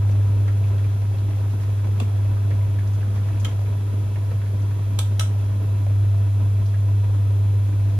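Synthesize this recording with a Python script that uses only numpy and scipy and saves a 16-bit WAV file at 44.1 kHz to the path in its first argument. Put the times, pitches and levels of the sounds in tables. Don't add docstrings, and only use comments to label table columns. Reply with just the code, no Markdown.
import sys
import numpy as np
from scipy import signal
from scipy.fft import rfft, irfft
from scipy.io import wavfile

SR = 44100
rng = np.random.default_rng(int(sys.argv[2]) if len(sys.argv) > 2 else 0)


def transcribe(u):
    v = np.clip(np.atleast_2d(u).T, -1, 1)
    q = np.round(v * 32767).astype(np.int16)
    wavfile.write(sys.argv[1], SR, q)


N = 352342

# t/s, level/dB
SIMMER_LEVEL = [(0, -50), (1, -53), (2, -50.5), (2.7, -53.5), (3.4, -48.5), (4.3, -58), (5.5, -52),
                (6.5, -59), (7.3, -58), (8, -55)]


def from_db(db):
    return 10 ** (np.asarray(db) / 20)


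def rms_one(x):
    return x / np.sqrt(np.mean(x ** 2) + 1e-20)


def in_time(rows):
    return np.interp(np.arange(N) / SR, *np.transpose(rows))


def drift(rate):
    hz = np.arange(N // 2 + 1) * SR / N
    smoothing = (1 + (hz / rate) ** 2) ** 2
    return rms_one(irfft(rfft(rng.standard_normal(N)) / smoothing, N))


def coloured(x, spectrum):
    hz, db = np.transpose(spectrum)
    bins = np.linspace(1, SR / 2, x.shape[-1] // 2 + 1)
    gain = from_db(np.interp(np.log(bins), np.log(hz), db))
    return irfft(rfft(x) * gain, x.shape[-1])


def narrow(x, hz, quality):
    return rms_one(signal.lfilter(*signal.iirpeak(hz, max(quality, 1), fs=SR), x))


def ring(x, hz, t60):
    r = from_db(-60 / (t60 * SR))
    w = 2 * np.pi * hz / SR
    return signal.lfilter([0, np.sin(w)], [1, -2 * r * np.cos(w), r * r], x + 1e-18)


def fade(t, t60):
    return np.exp(-np.log(1000) * t / t60)


def add(out, s, sound):
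    at = max(round(s * SR), 0)
    out[:, at:at + sound.shape[-1]] += sound[..., :N - at]


def motor(flutter_db=0.43, overtone_flutter_db=2.5, spread_rad=0.12, whine_wander=.009):
    motor_hz = 100.27
    # multiple, level/dB, left-right phase/rad
    overtones = [(2, -52, 0.42), (3, -54.5, 0.38), (4, -54, 0.77), (5, -61, 1), (6, -66.5, 0.56),
                 (8, -65.5, 1.1)]
    # f/Hz, level/dB
    whine = [(661, -57), (991, -72), (1234, -70), (1306, -67), (3800, -78)]
    turn = 2 * np.pi * motor_hz * np.arange(N) / SR
    ears = np.array([[.5], [-.5]])
    out = from_db(hum_db() + flutter_db * drift(6.4)) * np.sin(turn - spread_rad * ears)
    for multiple, db, apart in overtones:
        level = from_db(db + overtone_flutter_db * drift(7.3))
        out += level * np.sin(round(multiple) * turn + 1.76 * drift(2.3) + apart * ears)
    for hz, db in whine:
        phase = 2 * np.pi * np.cumsum(hz * (1 + whine_wander * drift(9.6))) / SR
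        out += from_db(db + overtone_flutter_db * drift(6.2)) * np.sin(phase + 1.46 * ears)
    return np.sqrt(2) * out


def hum_db():
    # t/s, level/dB
    swell = [(0.05, -16.5), (1.54, -20.5), (2.46, -18.5), (4.09, -21.5), (5.87, -19), (6.02, -16.5),
             (6.21, -17.5), (7.9, -17.5)]
    dip_s, dip_width_s, dip_db = 3.49, .022, -4
    dip = np.exp(-((np.arange(N) / SR - dip_s) / dip_width_s) ** 2)
    return in_time(swell) + dip_db * dip


def air(gust_db=2.36, duct_side=0.29, eddy_top_hz=1500):
    # f/Hz, density/dB per Hz
    rush_mid = [(22, -104), (38, -67.5), (60, -57), (80, -60), (115, -53.5), (165, -67.5), (260, -69.5),
                (450, -74), (750, -85), (1100, -87), (2000, -90.5), (3700, -102), (4600, -99), (6500, -99),
                (8000, -110), (10400, -94.5), (13000, -100.5), (14500, -110)]
    # f/Hz, density/dB per Hz
    rush_side = [(20, -108), (60, -74), (110, -69), (160, -76), (350, -80), (700, -78), (1200, -88.5),
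                 (2300, -94), (3300, -97.5), (4700, -100), (8500, -92.5), (11500, -106), (14000, -100),
                 (16000, -100)]
    # f/Hz, width/Hz, level/dB
    duct = [(228.5, 44, -51.5), (298.6, 16.5, -52.5), (630, 35, -57.5), (980, 52, -55.5), (1376, 280, -62),
            (2373, 53, -67.5), (2640, 49, -64), (3340, 290, -61), (3965, 81, -68), (5460, 55, -76.5),
            (10357, 90, -82), (10400, 97, -92)]
    # f/Hz, left over right/dB
    lean = np.array([(100, -1), (670, 0), (1230, -5), (2240, -2.5), (4100, 1), (7500, 1.5), (13700, 0)])
    white = rng.standard_normal((2, N)) * np.sqrt(SR / 2)
    mid, side = coloured(white[0], rush_mid), coloured(white[1], rush_side)
    for hz, width, db in duct:
        t60 = np.log(1000) / (np.pi * width)
        common, opposed = from_db(db) * rms_one(ring(rng.standard_normal((2, N)), hz, t60))
        mid = mid + common
        side = side + duct_side * opposed
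    left = coloured(mid + side, lean * [1, .5])
    right = coloured(mid - side, lean * [1, -.5])
    rush = np.array([left, right])
    roar = signal.lfilter(*signal.butter(1, eddy_top_hz, fs=SR), rush)
    gusts = from_db(gust_db * np.clip(drift(36), -2, 2))
    return rush + roar * (gusts - 1)


def intake():
    # f/Hz, density/dB per Hz
    hiss_colour = [(200, -100), (450, -79), (750, -83), (1200, -90), (2200, -89.5), (3500, -99),
                   (5700, -97.5), (7500, -103), (9500, -106.5), (13500, -105)]
    left_lag_s = .00027
    hiss = coloured(rng.standard_normal(N) * np.sqrt(SR / 2), hiss_colour)
    return np.array([np.roll(hiss, round(left_lag_s * SR)), hiss])


def knocks(crack_db=-7.5, stick_t60=0.022, touch_t60=0.006, alike=0.29, tilt_about_hz=4000):
    # (f/Hz, level/dB)
    hits = [(1.999, -19.5, 2600, -21, 7, -22, 0, [(1110, -10.5), (2720, -7), (3350, -8), (4430, -17),
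            (7600, -3)]), (3.446, -16.5, 3570, -23, 4.5, -22, -0.79, [(2200, -8), (3192, -2.5),
            (6950, -7)]), (3.451, -21, 3000, -16, -3, -24, -0.42, [(2600, -8), (3192, -4)]),
            (4.9879, -14.5, 11400, -17.5, 0, -7, -1, [(3300, -12), (3550, -10), (4500, -17), (7490, -7)]),
            (5.194, -13.5, 9000, -13, 1.5, -7, -0.29, [(2100, -16), (3050, -11), (3350, -9), (5700, -10)]),
            (5.208, -22.5, 6000, -9, -1, 0, 1, [(1308, 1), (3386, -8)])]
    # f/Hz, level/dB, t60/s
    wall_modes = [(638, -12, 0.22), (984, -15, 0.23), (1295, -4, 0.11), (1590, -3.5, 0.064),
                  (1873, -38, 0.11), (2160, -17, 0.098), (3120, -25, 0.18), (3150, -18, .15),
                  (3360, -14, 0.13), (3970, -3, 0.049), (5445, -28, 0.29), (6000, -15, .17),
                  (6030, -18, 0.12), (6830, -11, 0.11), (8000, -10, .14), (9200, -3, .06), (9600, -18, .07)]
    # f/Hz, gain/dB
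    crack_colour = [(80, -2), (230, 4), (600, 11), (950, 11), (1400, 1), (2300, 7), (3600, 5), (4800, 1),
                    (6000, 10), (8000, -3.5), (9500, 7.5), (12000, 6), (13500, 8), (16000, -18)]
    contact_s, chatter_s, crack_t60 = .014, .0034, .019
    stick_pure, stick_rough, stick_quality = .42, .46, 11
    rim_hz, rim_gain_db, rim_t60 = 8198, -2.5, .07
    out, t = np.zeros((2, N)), np.arange(SR // 3) / SR
    right = np.array([[0], [1]])
    released = np.maximum(t - chatter_s, 0)
    for s, db, bright_hz, wall_db, tilt_db, rim_db, pan_db, notes in hits:
        noise = rng.standard_normal((3, len(t)))
        chatter = noise[:2] + alike * noise[2]
        crack = rms_one(coloured(chatter, crack_colour))
        knock = from_db(crack_db) * crack * fade(released, crack_t60)
        for hz, note_db in notes:
            pure = np.sin(2 * np.pi * hz * t + right)
            note = stick_pure * pure + stick_rough * narrow(chatter, hz, stick_quality)
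            knock += from_db(note_db) * note * fade(released, stick_t60)
        rim = np.sin(2 * np.pi * rim_hz * t + np.pi / 2 * right)
        knock += from_db(rim_gain_db + rim_db) * rim * fade(t, rim_t60)
        knock *= 1 - fade(t, contact_s)
        for hz, mode_db, t60 in wall_modes:
            phase = rng.uniform(0, 2 * np.pi) + rng.normal(0, .7, (2, 1))
            strength = from_db(wall_db + mode_db + tilt_db * np.log2(hz / tilt_about_hz))
            mode = np.sin(2 * np.pi * hz * t + phase)
            knock += strength * mode * fade(t, t60) * (1 - fade(t, touch_t60))
        softness = signal.butter(1, min(bright_hz, .45 * SR), fs=SR)
        add(out, s, from_db(db + pan_db * (1.0 - right)) * signal.lfilter(*softness, knock))
    return out


def thud():
    # t/s, level/dB, f/Hz, build-up/s, t60/s
    s, db, hz, build_s, t60 = (2.012, -14, 233, .05, .052)
    out, t = np.zeros((2, N)), np.arange(SR // 5) / SR
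    note = np.sin(2 * np.pi * hz * t)
    add(out, s, from_db(db) * note * (1 - fade(t, build_s)) * fade(t, t60))
    return out


def ticks(alike=.8, onset_s=0.0029):
    # t/s, level/dB, f/Hz, left over right/dB
    touches = [(0.113, -49, 6000, 4), (0.482, -36.5, 1580, -2), (0.64, -46, 2400, 0),
               (0.842, -45, 2200, -2), (1.184, -47, 3420, 0), (2.368, -39, 1200, -2), (2.509, -38, 1800, 0),
               (2.787, -41, 1770, 3), (2.873, -51, 5500, 2), (2.934, -50, 6000, 1), (3.028, -42, 1450, -2),
               (3.188, -51, 1750, 0), (3.286, -41, 1510, -2), (3.399, -43, 6500, 3), (4.157, -41, 2000, -2),
               (4.415, -42, 1700, 2), (4.617, -51, 5150, 4), (4.709, -43, 1500, 2), (6.658, -48, 5200, 0),
               (6.741, -43, 1770, -1)]
    rasp_t60, rasp_quality = 0.07, 1.74
    out, t = np.zeros((2, N)), np.arange(SR // 8) / SR
    for s, db, hz, pan_db in list(touches) + grazes():
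        noise = rng.standard_normal((3, len(t)))
        rasp = narrow(noise[:2] + alike * noise[2], hz, rasp_quality)
        rasp = narrow(rasp, hz, rasp_quality)
        envelope = fade(t, rasp_t60) * (1 - fade(t, onset_s))
        add(out, s, from_db(db + pan_db * np.array([[.5], [-.5]])) * rasp * envelope)
    return out


def grazes():
    per_s, level_db, spread_db = 3, -47, 1.5
    note_hz, spread_octaves = 1870, 0.39
    times = np.flatnonzero(rng.random(N) < per_s / SR) / SR
    rows = []
    for s in times:
        force, grip, pan_db = rng.standard_normal(3)
        rows.append((s, level_db + spread_db * force, note_hz * 2 ** (spread_octaves * grip), pan_db))
    return rows


def plops(rise_per_s=1.0, apart_rad=0.28):
    # t/s, level/dB, f/Hz
    bubbles = [(0.097, -32, 513), (0.479, -30, 990), (0.481, -32, 523), (0.744, -35, 557),
               (1.018, -34, 473), (1.385, -32, 450), (1.872, -34, 700), (1.99, -42, 900), (2.004, -25, 530),
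               (2.02, -30.5, 444), (2.506, -30, 494), (3.592, -32, 624), (3.615, -33, 600),
               (4.316, -34, 484), (4.316, -35, 935), (5.866, -32, 640), (7.147, -37, 400),
               (7.148, -35, 1070), (7.306, -33, 500)]
    ring_cycles = 14
    splash_db, splash_quality = 0, 5
    out, t = np.zeros((2, N)), np.arange(SR // 5) / SR
    ears = np.array([[0], [1]])
    for s, db, hz in bubbles:
        note = np.sin(2 * np.pi * hz * (t + rise_per_s * t * t / 2) + apart_rad * ears)
        splash = from_db(splash_db) * narrow(rng.standard_normal((2, len(t))), hz, splash_quality)
        envelope = fade(t, ring_cycles / hz) * (1 - fade(t, 0.00024))
        add(out, s, from_db(db) * envelope * (note + splash))
    return out


def churn(level_db=-3.0, surge_db=4.5):
    # f/Hz, gain/dB
    water_colour = [(150, -4), (280, 6), (620, -7.5), (1300, -6), (2400, -11.5), (12000, -22)]
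    surges = from_db(surge_db * np.clip(drift(33), -2.5, 2.2))
    wash = coloured(rng.standard_normal((2, N)), water_colour)
    return from_db(in_time(SIMMER_LEVEL) + level_db) * rms_one(wash * surges)


def simmer(per_s=260, size_db=6.0, cycles=11, low_hz=330, high_hz=2600, count=30):
    out = np.zeros((2, N))
    for hz in np.geomspace(low_hz, high_hz, count):
        born = rng.random(N) < per_s / count / SR
        sizes = from_db(size_db * np.minimum(rng.exponential(1, N), 2))
        place = np.pi / 4 + rng.normal(0, 0.46, born.sum())
        clicks = np.zeros((2, N))
        clicks[:, born] = sizes[born] * np.array([np.cos(place), np.sin(place)])
        out += ring(clicks, hz, cycles / hz)
    return from_db(in_time(SIMMER_LEVEL)) * rms_one(out)


def kitchen(x, first_echo_s=0.0013, t60=0.25, treble_db=0.0):
    t = np.arange(SR // 2) / SR
    echoes = coloured(rng.standard_normal((2, len(t))), [(6400, 0.0035), (8200, treble_db)])
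    echoes = echoes * fade(t, t60) * (t > first_echo_s)
    return signal.fftconvolve(x, rms_one(echoes) / np.sqrt(len(t)), axes=1)[:, :N]


def between_ears(x, opposed_hz=8000, width_hz=2200, depth=0.49):
    mid, side = (x[0] + x[1]) / 2, (x[0] - x[1]) / 2
    peak = signal.iirpeak(opposed_hz, opposed_hz / width_hz, fs=SR)
    mid = mid - depth * signal.lfilter(*peak, mid)
    side = side + depth * signal.lfilter(*peak, side)
    return np.array([mid + side, mid - side])


def scene():
    kitchen_db = -4
    hood = motor() + air() + intake()
    pot = knocks() + ticks() + thud() + plops() + simmer() + churn()
    return hood + between_ears(pot + from_db(kitchen_db) * kitchen(pot))


def record(dry):
    cutoff_hz = 14500
    low_pass = signal.ellip(10, .1, 70, cutoff_hz, fs=SR, output="sos")
    return signal.sosfiltfilt(low_pass, dry)


dry = scene()
out = record(dry)
transcribe(out)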